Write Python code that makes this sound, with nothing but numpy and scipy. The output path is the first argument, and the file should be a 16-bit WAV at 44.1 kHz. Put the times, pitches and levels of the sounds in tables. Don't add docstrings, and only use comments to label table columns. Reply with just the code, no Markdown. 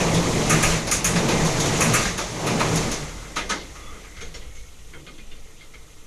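import sys
import numpy as np
from scipy import signal
from scipy.fft import rfft, irfft, next_fast_len
from scipy.io import wavfile
from scipy.ndimage import uniform_filter1d

SR = 44100
rng = np.random.default_rng(int(sys.argv[2]) if len(sys.argv) > 2 else 0)


def how_loud(loudness_db):
    steps = np.asarray(loudness_db, float) / 20
    return 10 ** steps


def store_wav(level_fs):
    pcm = np.round(np.clip(np.atleast_2d(level_fs), -1, 1) * 32767)
    wavfile.write(sys.argv[1], SR, pcm.T.astype(np.int16))


N = 267246

# (frequency [Hz], level [dB per Hz])
SHAKE = [
    [(4, -35), (10, 3.5), (25, -18.5), (33, -7), (45, 1), (58, -13), (75, -4.5), (90, -16.5), (120, -13), (200, -120)],
    [(3.5, -30), (6.0, 5.5), (19, 3), (38, -21.5), (58, -9), (70, -26), (90, -34), (120, -56), (200, -120)],
]
DECK = [
    [(47, -40), (80, -16.5), (162, -4.5), (259, -16), (303, -11.5), (407, -11.5), (453, -10), (1000, -18.5), (1300, -22), (2200, -120)],
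    [(47, -40), (80, -0.5), (151, 2.5), (243, -8.5), (306, -3), (399, -9.5), (448, -0.5), (676, -15.5), (1000, -20), (1300, -41), (2200, -120)],
]
ROAR = [
    [(350, -61), (600, -4), (1230, -0.5), (1430, -2.5), (1820, -2), (1990, 1), (3240, -7.5), (3700, -10.5), (5000, -36), (6500, -50), (11000, -120)],
    [(350, -40), (600, -17), (667, -13), (1330, -2), (1540, -19), (1940, 0), (2130, -11), (2390, -3.5), (3410, -2), (5000, -10), (6500, -46), (11000, -120)],
]
HISS = [
    [(2350, -9), (4000, -2.5), (5070, -4.5), (5870, 0), (6810, 0), (8400, -9.5), (11300, -15), (13600, -29), (14100, -39)],
    [(2350, -40), (4000, -6.5), (4400, -18), (4680, -9.5), (6320, 2.5), (7850, -3.5), (8720, -5.5), (9790, -6.5), (12500, -8.5), (14100, -18)],
]
CLANK = [
    [(470, -2), (800, -23), (1220, -4), (1380, -10), (1640, -7), (1840, -9), (2630, -7.5), (3000, -14), (3900, -39), (6600, -120)],
    [(470, -52), (800, -31), (1470, -4.5), (1840, -14), (2110, 1), (2280, -10.5), (3000, -28), (3900, -45), (6600, -120)],
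]
RATTLE = [
    [(1650, -41), (2800, -7.5), (3680, 2.5), (3990, -2.5), (5100, 0), (6630, 1), (11200, -120)],
    [(1650, -33), (2800, -3), (3250, 0), (3490, -4), (4480, -2), (5100, -21), (6630, -47), (11200, -120)],
]
SIZZLE = [
    [(2940, -46), (5000, -12), (5890, 0.5), (6540, 6.5), (8190, 0.5), (9050, 1.5), (10700, -3.5), (13200, -22.5), (14100, -19)],
    [(2940, -35), (5000, -22), (5310, 6), (6350, 2), (8300, -5), (10800, -27), (11800, -41), (14100, -34)],
]

# (frequency [Hz], width [Hz], level [dB])
GIRDER = [(114, 4.4, -5), (163, 25, -4), (228.8, 2.4, -7), (303, 47, -4), (332.5, 4.9, -18), (434, 38, -10),
          (577, 11, -54)]
# (frequency [Hz], width [Hz], level [dB])
RAIL = [(1360, 69, -35), (1477, 77, -1), (2120, 7.9, 3.5), (2372, 25, -0.5), (3700, 43, -29)]
# (frequency [Hz], level [dB], t60 [s])
WHEEL = [(458, -22, 0.17), (1260, 0, 0.068), (1490, -26, .1), (2120, -13, 0.13), (2494, -6, 0.08),
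         (3260, -13, 0.16), (4600, -3, 0.091), (5200, -16, 0.075), (6230, -23, .1), (6100, 5, 0.08),
         (6720, 7, 0.042), (6900, -7, .1)]
# (time [s], share arriving along the rails [0-1])
DEPARTURE = [(2.9, 0.019), (3.7, 0.4), (4.6, 0.74)]
# (time [s], level [dB])
LOAD = [(0, -19), (.3, -21.5), (.6, -21), (.84, -29), (1.02, -29.5), (1.11, -24), (1.44, -19.5),
        (1.54, -23), (1.68, -21.5), (1.9, -21), (2.27, -37), (2.46, -22.5), (2.82, -23), (3.17, -41),
        (3.8, -45), (4.66, -52.5), (5.1, -50.5), (6.06, -52.5)]
# (time [s], level [dB])
NEARNESS = [(0, -30), (.25, -30.5), (.57, -28), (.72, -25.5), (.84, -36), (1.01, -37.5), (1.3, -30.5),
            (1.7, -29), (2.03, -27), (2.15, -37), (2.35, -36.5), (2.79, -30), (2.99, -36), (3.14, -43),
            (3.37, -45.5), (4.46, -52.5), (5.3, -54.5), (6.06, -54)]
# (time [s], level [dB], length [s])
LURCHES = [(.1, -26, 0.21), (.37, -28, 0.1), (0.693, -25, 0.079), (0.97, -28, 0.044), (1.45, -31, 0.13),
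           (1.75, -28, 0.2), (2.014, -24, 0.13), (2.24, -32, .15), (2.868, -27.5, 0.11), (3.16, -33, 0.17),
           (3.44, -35, .08), (3.876, -38, 0.11), (4.196, -36, 0.067), (4.283, -31, 0.058),
           (4.488, -33.5, 0.24), (4.62, -37, .08), (4.91, -36, 0.24), (5.332, -36, 0.22),
           (5.808, -44, 0.15)]

# (time [s], clank [dB], brighter by [dB], heavier by [dB])
OVERHEAD = [
    (.4959, -9, -2.5, -9),
    (.6266, -10.5, -4, 5),
    (1.8052, -9.5, -5, 5),
    (1.9353, -9.5, -6, 5),
]
SPAN_END = [
    (.7194, -28, 1, 11),
    (.8700, -20, 3.5, 4.5),
    (1.156, -14.5, -4.5, 1),
    (1.2845, -12.5, -0.5, 9),
    (2.048, -22, 3, 2),
    (2.1775, -17, 2, 2),
    (2.4655, -13.5, -3, -7),
    (2.5955, -11.5, -6, 4),
]
LOOSE_CLIPS = [
    (.002, -16, -14, -3),
    (.1424, -24, 2, -5),
    (1.4494, -27, 2, 4),
    (1.5994, -24, 2.5, 4),
    (1.655, -24, -4, 0),
    (2.755, -22, 0, 4),
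    (2.9134, -20, -4, -4),
]
OVERHEAD_MORE = [
    (.912, -13, 2.5, -5),
    (1.0428, -13.5, 4, -3),
]
LAST_BOGIE = [
    (3.358, -15, 0, 0),
    (3.492, -13.5, -1, 0),
]
EMBANKMENT = [
    (4.2065, -31, -1.9, 1),
    (4.339, -31.5, -0.84, -2.5),
]
FAR = [
    (3.6094, -43, 2, -13),
    (3.7499, -34, 4, 0),
    (3.918, -36.5, -6, 8.5),
    (4.034, -36, -2, -13),
    (4.1634, -31, 3, -9),
    (4.4164, -43.5, 3, 9.5),
    (4.5474, -45.5, 11, 5),
]
FARTHEST = [
    (4.931, -31, -7, 3.5),
    (5.064, -32, 2.5, 1.5),
    (5.177, -37.5, 3, 0),
    (5.312, -40, 8.5, -2),
    (5.607, -40.5, 7, -2),
    (5.735, -35.5, 0, -1.5),
]
# (frequency [Hz], level [dB over clank, under 1 kHz over thud], t60 [s])
PLACES = [
    (OVERHEAD, (-27.5, -13, -4.5, 0.5, 0), [(2180, -13, .08), (2580, -12, 0.12), (1650, -16, .08), (5860, -15, 0.1), (1230, -11, 0.12), (7200, -16, .04)]),
    (OVERHEAD_MORE, (-27.5, -13, -5.5, 0.5, 0), [(2100, -11, .05), (2440, -12, 0.06), (1230, -14, .1), (6570, -4, 0.07), (7000, -7, 0.08)]),
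    (SPAN_END, (-8.5, -8, -13.5, 0.4, .001), [(1274, -13, 0.04), (889, -5, 0.047), (4080, -14, .04)]),
    (LAST_BOGIE, (-6.5, -7, -15, 0.36, .003), [(1280, -4, 0.035), (1490, -10, 0.04), (930, -4, .04), (4040, -12, .05), (6200, -15, .05)]),
    (LOOSE_CLIPS, (-9, 1, -2, 0.25, .001), [(5900, -12, .1)]),
    (EMBANKMENT, (-4.5, -6, -7, 0.3, .001), [(470, 1, 0.11)]),
    (FAR, (-10, -16, -20, 0.45, .001), [(2080, -11, 0.07), (3230, -16, .04)]),
    (FARTHEST, (-9, -13, -24.5, 0.24, 0), [(2140, -10, 0.1), (3200, -11, 0.05)]),
]
# (time [s], frequency [Hz], peak [dB], t60 [s])
OWN_RINGS = [(.515, 2400, -20, .05), (1.806, 6500, -17, .03), (1.937, 7600, -19, .03),
             (4.548, 6300, -48, .03), (4.55, 7300, -48, .04), (2.02, 5900, -26, .05),
             (2.052, 3900, -30, .08), (2.05, 1550, -28, .04), (2.915, 6000, -28, .12),
             (1.6, 6700, -26, .08), (3.918, 1400, -44, .05), (4.208, 1440, -36, .06),
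             (4.208, 2300, -38, .03), (4.21, 6410, -39, .17), (4.22, 3290, -42, .08),
             (4.345, 6800, -40, .12), (4.34, 5440, -40, .08), (4.343, 4350, -42, .08),
             (4.338, 3130, -44, .05), (4.415, 2000, -44, .05), (4.932, 2150, -38, .15),
             (4.94, 1445, -46, .1), (4.95, 320, -42, .15), (4.95, 490, -44, .12), (5.07, 2390, -44, .1),
             (5.08, 1250, -46, .1), (5.068, 4340, -50, .05), (5.1, 318, -42, .1), (5.18, 3450, -48, .06),
             (5.19, 2450, -45, .1), (5.312, 2860, -42, .04), (5.312, 3500, -44, .04),
             (5.607, 3300, -46, .05), (5.607, 2120, -43, .06), (5.737, 2300, -43, .05),
             (5.74, 1400, -51, .05), (5.745, 470, -47, .12)]
# (time [s], frequency [Hz], peak [dB], length [s])
BOOMS = [(.15, 165, -20, .15), (.44, 150, -22.5, .07), (.57, 166, -19, .09), (.73, 160, -23.5, .09),
         (1.15, 172, -22, .12), (1.45, 155, -20.5, .08), (1.73, 150, -23.5, .06), (1.88, 166, -19, .09),
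         (2.1, 185, -29, .12), (2.55, 170, -24, .14), (2.78, 162, -19.5, .09), (3.02, 155, -30, .07),
         (4.3, 170, -44, .15), (5.02, 150, -45, .15)]
# (start [s], stop [s], frequency [Hz], width [Hz], level [dB])
SINGING = [(2.449, 3.684, 2070, 120, -51.5), (3.0, 3.3, 1310, 460, -49), (3.716, 4.023, 1220, 170, -50.5),
           (3.748, 4.3, 2080, 260, -56), (4.402, 4.72, 2190, 54, -59), (4.52, 4.72, 6340, 700, -57),
           (4.7, 5.91, 8830, 70, -72), (5.25, 6.065, 450, 38, -64.5), (4.93, 5.215, 318, 90, -51),
           (5.16, 5.27, 217, 12, -55.5), (3.79, 3.93, 3430, 40, -55)]
# (frequency [Hz], level [dB against neighbours])
HOLES = [(7000, -7), (9000, -4.6), (10500, -3.2), (12000, -1.8), (13500, -.5)]


def rms_one(x):
    return x / np.sqrt(np.mean(x ** 2) + 1e-20)


def drift(rate):
    r = np.exp(-80 * np.pi * rate / SR)
    slow = signal.lfilter([1], [1, -2 * r, r * r], rng.standard_normal(N // 40 + 2002))[2000:]
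    return np.interp(np.arange(N) / 40, np.arange(len(slow)), rms_one(slow))


def resonate(x, hz, width_hz):
    r = np.exp(-np.pi * width_hz / SR)
    poles = [1, -2 * r * np.cos(2 * np.pi * hz / SR), r * r]
    return signal.lfilter(np.array([1, 0, -1]) * (1 - r * r) / 2, poles, x)


def ring_width(t60):
    return np.log(1000) / np.pi / t60


def gone(s):
    return np.clip(np.interp(s, *np.transpose(DEPARTURE)), 0, 1)


def banded_noise(spectra, patchy_db, flicker):
    overhead = spectra[0]
    low_hz, high_hz = overhead[1][0] * .7, min(overhead[-2][0] * 1.4, 16000)
    edges = low_hz * 2 ** np.arange(0, np.log2(high_hz / low_hz) + .4, .5)
    white = rng.standard_normal((2, N))
    flat = np.zeros(N)
    for k, (low, high) in enumerate(zip(edges, edges[1:])):
        band_pass = signal.butter(2, [low, min(high, 20000)], "band", fs=SR, output="sos")
        flat += how_loud(patchy_db * drift(flicker)) * signal.sosfilt(band_pass, white[k % 2])

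    size = next_fast_len(N)
    bins = rfft(flat, size)
    log_hz = np.log(np.arange(size // 2 + 1) * SR / size + 1)
    coloured = []
    for colour in spectra:
        hz, db = np.transpose(colour)
        gain = how_loud(np.interp(log_hz, np.log(hz), db))
        coloured.append(rms_one(irfft(bins * gain, size)[:N]))
    near, far = coloured
    share = gone(np.arange(N) / SR)
    return (1 - share) * near + share * far


def sung(modes, wander_db, flicker):
    out = np.zeros(N)
    for hz, width_hz, db in modes:
        tone = rms_one(resonate(rng.standard_normal(N), hz, width_hz))
        out += how_loud(db + wander_db * drift(flicker)) * tone
    return rms_one(out)


def axles():
    drops = []
    for rows, (thud_db, rattle_db, sizzle_db, t60, slow_s), ringing in PLACES:
        for s, db, bright_db, heavy_db in rows:
            drop = (s, db, db + thud_db + heavy_db, db + rattle_db + bright_db,
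                    db + sizzle_db + bright_db, t60, slow_s)
            drops.append((drop, ringing))
    return drops


def shudder():
    rise_s, t60_s = 0.078, 0.31
    out, t = np.zeros(N + SR), np.arange(SR) / SR
    dying = (1 - np.exp(-t / rise_s)) ** 2 * how_loud(-120 * t / t60_s)
    for (s, db, *_), _ in axles():
        start = round(s * SR)
        out[start:start + SR] += how_loud(2 * db) * dying
    return out[:N]


def lurching():
    t = np.arange(N) / SR
    coarse = t[::64]
    humps = sum(how_loud(2 * db) * np.exp(-(2 * (coarse - s) / length) ** 2) for s, db, length in LURCHES)
    return np.interp(t, coarse, humps)


def rolling():
    t = np.arange(N) / SR
    away = gone(t)
    load_db = np.interp(t, *np.transpose(LOAD))
    near_db = np.interp(t, *np.transpose(NEARNESS))
    load_swing, near_swing = load_db + 24, near_db + 32

    drone = banded_noise(DECK, patchy_db=0.5, flicker=12.0)
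    drone += how_loud(-2.0 - 5.5 * away) * sung(GIRDER, wander_db=3.0, flicker=15.6)
    roar = banded_noise(ROAR, patchy_db=2.1, flicker=27.0)
    roar += how_loud(-13.0 + 4.4 * away) * sung(RAIL, wander_db=1.0, flicker=5.5)
    shake = banded_noise(SHAKE, patchy_db=3.0, flicker=0.63)
    hiss = banded_noise(HISS, patchy_db=.5, flicker=20)

    shake_db = -33 + 0.36 * load_swing
    roar_db = -27.5 + 0.28 * load_swing + 0.64 * near_swing
    after = shudder()
    shake_gain = np.sqrt(how_loud(2 * shake_db) + lurching())
    drone_gain = how_loud(-3.5) * np.sqrt(how_loud(2 * (load_db + 1)) + how_loud(2 * -17) * after)
    roar_gain = how_loud(-5.0) * np.sqrt(how_loud(2 * roar_db) + how_loud(2 * -31) * after)
    hiss_gain = np.sqrt(how_loud(2 * near_db) + how_loud(2 * -22) * after)
    return shake_gain * shake + drone_gain * drone + roar_gain * roar + hiss_gain * hiss


def blow(t60, rise_s, shoulder):
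    t = np.arange(SR // 2) / SR
    return (1 - np.exp(-t / rise_s)) * how_loud(-60 * (t / t60) ** shoulder)


def joints():
    thud_colours = [colour[2:] for colour in DECK]
    thud, clank, rattle, sizzle = [np.pad(banded_noise(c, patchy_db=2.2, flicker=8.0), (0, SR))
                                   for c in (thud_colours, CLANK, RATTLE, SIZZLE)]
    crack = signal.sosfilt(signal.butter(4, 7680, "high", fs=SR, output="sos"), sizzle)
    out = np.zeros(N + SR)
    for (s, clank_db, thud_db, rattle_db, sizzle_db, t60, slow_s), _ in axles():
        part = slice(round(s * SR), round(s * SR) + SR // 2)
        away = gone(s)
        shoulder = 1.252 + 0.11 * away ** 4
        rise_s = 0.0006 + slow_s + 0.001 * away
        out[part] += how_loud(thud_db - 8.0) * blow(t60 * (1.3 - 0.29 * away), rise_s + 0.0069, shoulder) * thud[part]
        out[part] += how_loud(clank_db - 11.0) * blow(t60 * 0.76, rise_s + 0.0023, shoulder) * clank[part]
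        out[part] += how_loud(rattle_db - 5.0) * blow(t60 * 0.86, rise_s + 0.00049, shoulder) * rattle[part]
        out[part] += how_loud(sizzle_db) * blow(t60 * 0.5, rise_s, shoulder) * sizzle[part]
        out[part] += how_loud(sizzle_db + 1.5 - 3.0 * away) * blow(t60 * .35, rise_s, 1) * crack[part]

        kick = rms_one(rng.standard_normal(SR // 2)) * blow(t60 * 0.35, rise_s + 0.003, 0.84)
        for hz, db, ring_t60 in WHEEL:
            layer = np.searchsorted([900, 2900, 5000], hz)
            strength_db = (thud_db, clank_db, rattle_db, sizzle_db)[layer]
            clear_db = 11.3 + 8.0 * away * (hz > 1400) + 2 * rng.standard_normal()
            out[part] += how_loud(strength_db + db + clear_db) * resonate(kick, hz, ring_width(ring_t60))
    return out[:N]


def struck_rings():
    struck = list(OWN_RINGS)
    for (s, clank_db, thud_db, *_), ringing in axles():
        for hz, over_db, t60 in ringing:
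            lag_s = .004 + 2.5 * gone(s) / hz
            struck.append((s + lag_s, hz, (thud_db if hz < 1000 else clank_db) + over_db, t60))
    out = np.zeros(N + SR)
    for s, hz, db, t60 in struck:
        chatter = rng.standard_normal(SR // 2)
        hz, db = hz * (1 + 0.0097 * chatter[0]), db + 0.5 * chatter[1]
        ring = resonate(chatter * blow(.11, .003, 1), hz, ring_width(t60))
        start = round(s * SR)
        out[start:start + SR // 2] += how_loud(db) * ring / np.abs(ring).max()
    return out[:N]


def booms():
    t = np.arange(N) / SR
    waver = np.cumsum(7.5 * drift(14.0)) / SR
    out = np.zeros(N)
    for s, hz, db, length in BOOMS:
        swell = np.exp(-2 * ((t - s) / length) ** 2)
        out += how_loud(db) * swell * np.sin(2 * np.pi * (hz * (t - s) + waver))
    return out


def singing():
    out = np.zeros(N)
    wavering = drift(10.4)
    for start, stop, hz, width_hz, db in SINGING:
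        at = np.arange(round(start * SR), min(round(stop * SR), N))
        fade = np.clip(np.minimum(at / SR - start, stop - at / SR) / 0.043, 0, 1)
        white = rng.standard_normal(len(at))
        tone = rms_one(resonate(resonate(white, hz, width_hz), hz, width_hz))
        out[at] += how_loud(db + 1.5 * wavering[at]) * fade * tone
    return out


def scene():
    return np.tile(rolling() + joints() + struck_rings() + booms() + singing(), (2, 1))


def thin_treble(x):
    hz, _, bins = signal.stft(x, SR, "cosine", 2048, 1024)
    patch = uniform_filter1d(np.abs(bins) ** 2, size=3, axis=1)
    local = uniform_filter1d(patch, size=6, axis=0)
    around = uniform_filter1d(patch, size=48, axis=0)
    hole_db = np.interp(hz, *np.transpose(HOLES), left=-60)
    weak = local < around * how_loud(2 * hole_db)[:, None]
    wander = uniform_filter1d(rng.standard_normal(bins.shape[1]), size=4)
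    edge_hz = 14200 - 260 * np.digitize(wander, [-.2, .6, .9])
    kept = bins * ~weak * (hz[:, None] < edge_hz)
    return signal.istft(kept, SR, "cosine", 2048, 1024)[1][:N]


def top_cut(x):
    return signal.sosfilt(signal.butter(12, 14230, fs=SR, output="sos"), x)


def record(dry):
    rounded = 0.84 * np.tanh(dry[0] / 0.96)
    mix = np.tile(thin_treble(rounded), (2, 1))
    return top_cut(mix)


dry = scene()
out = record(dry)
store_wav(out)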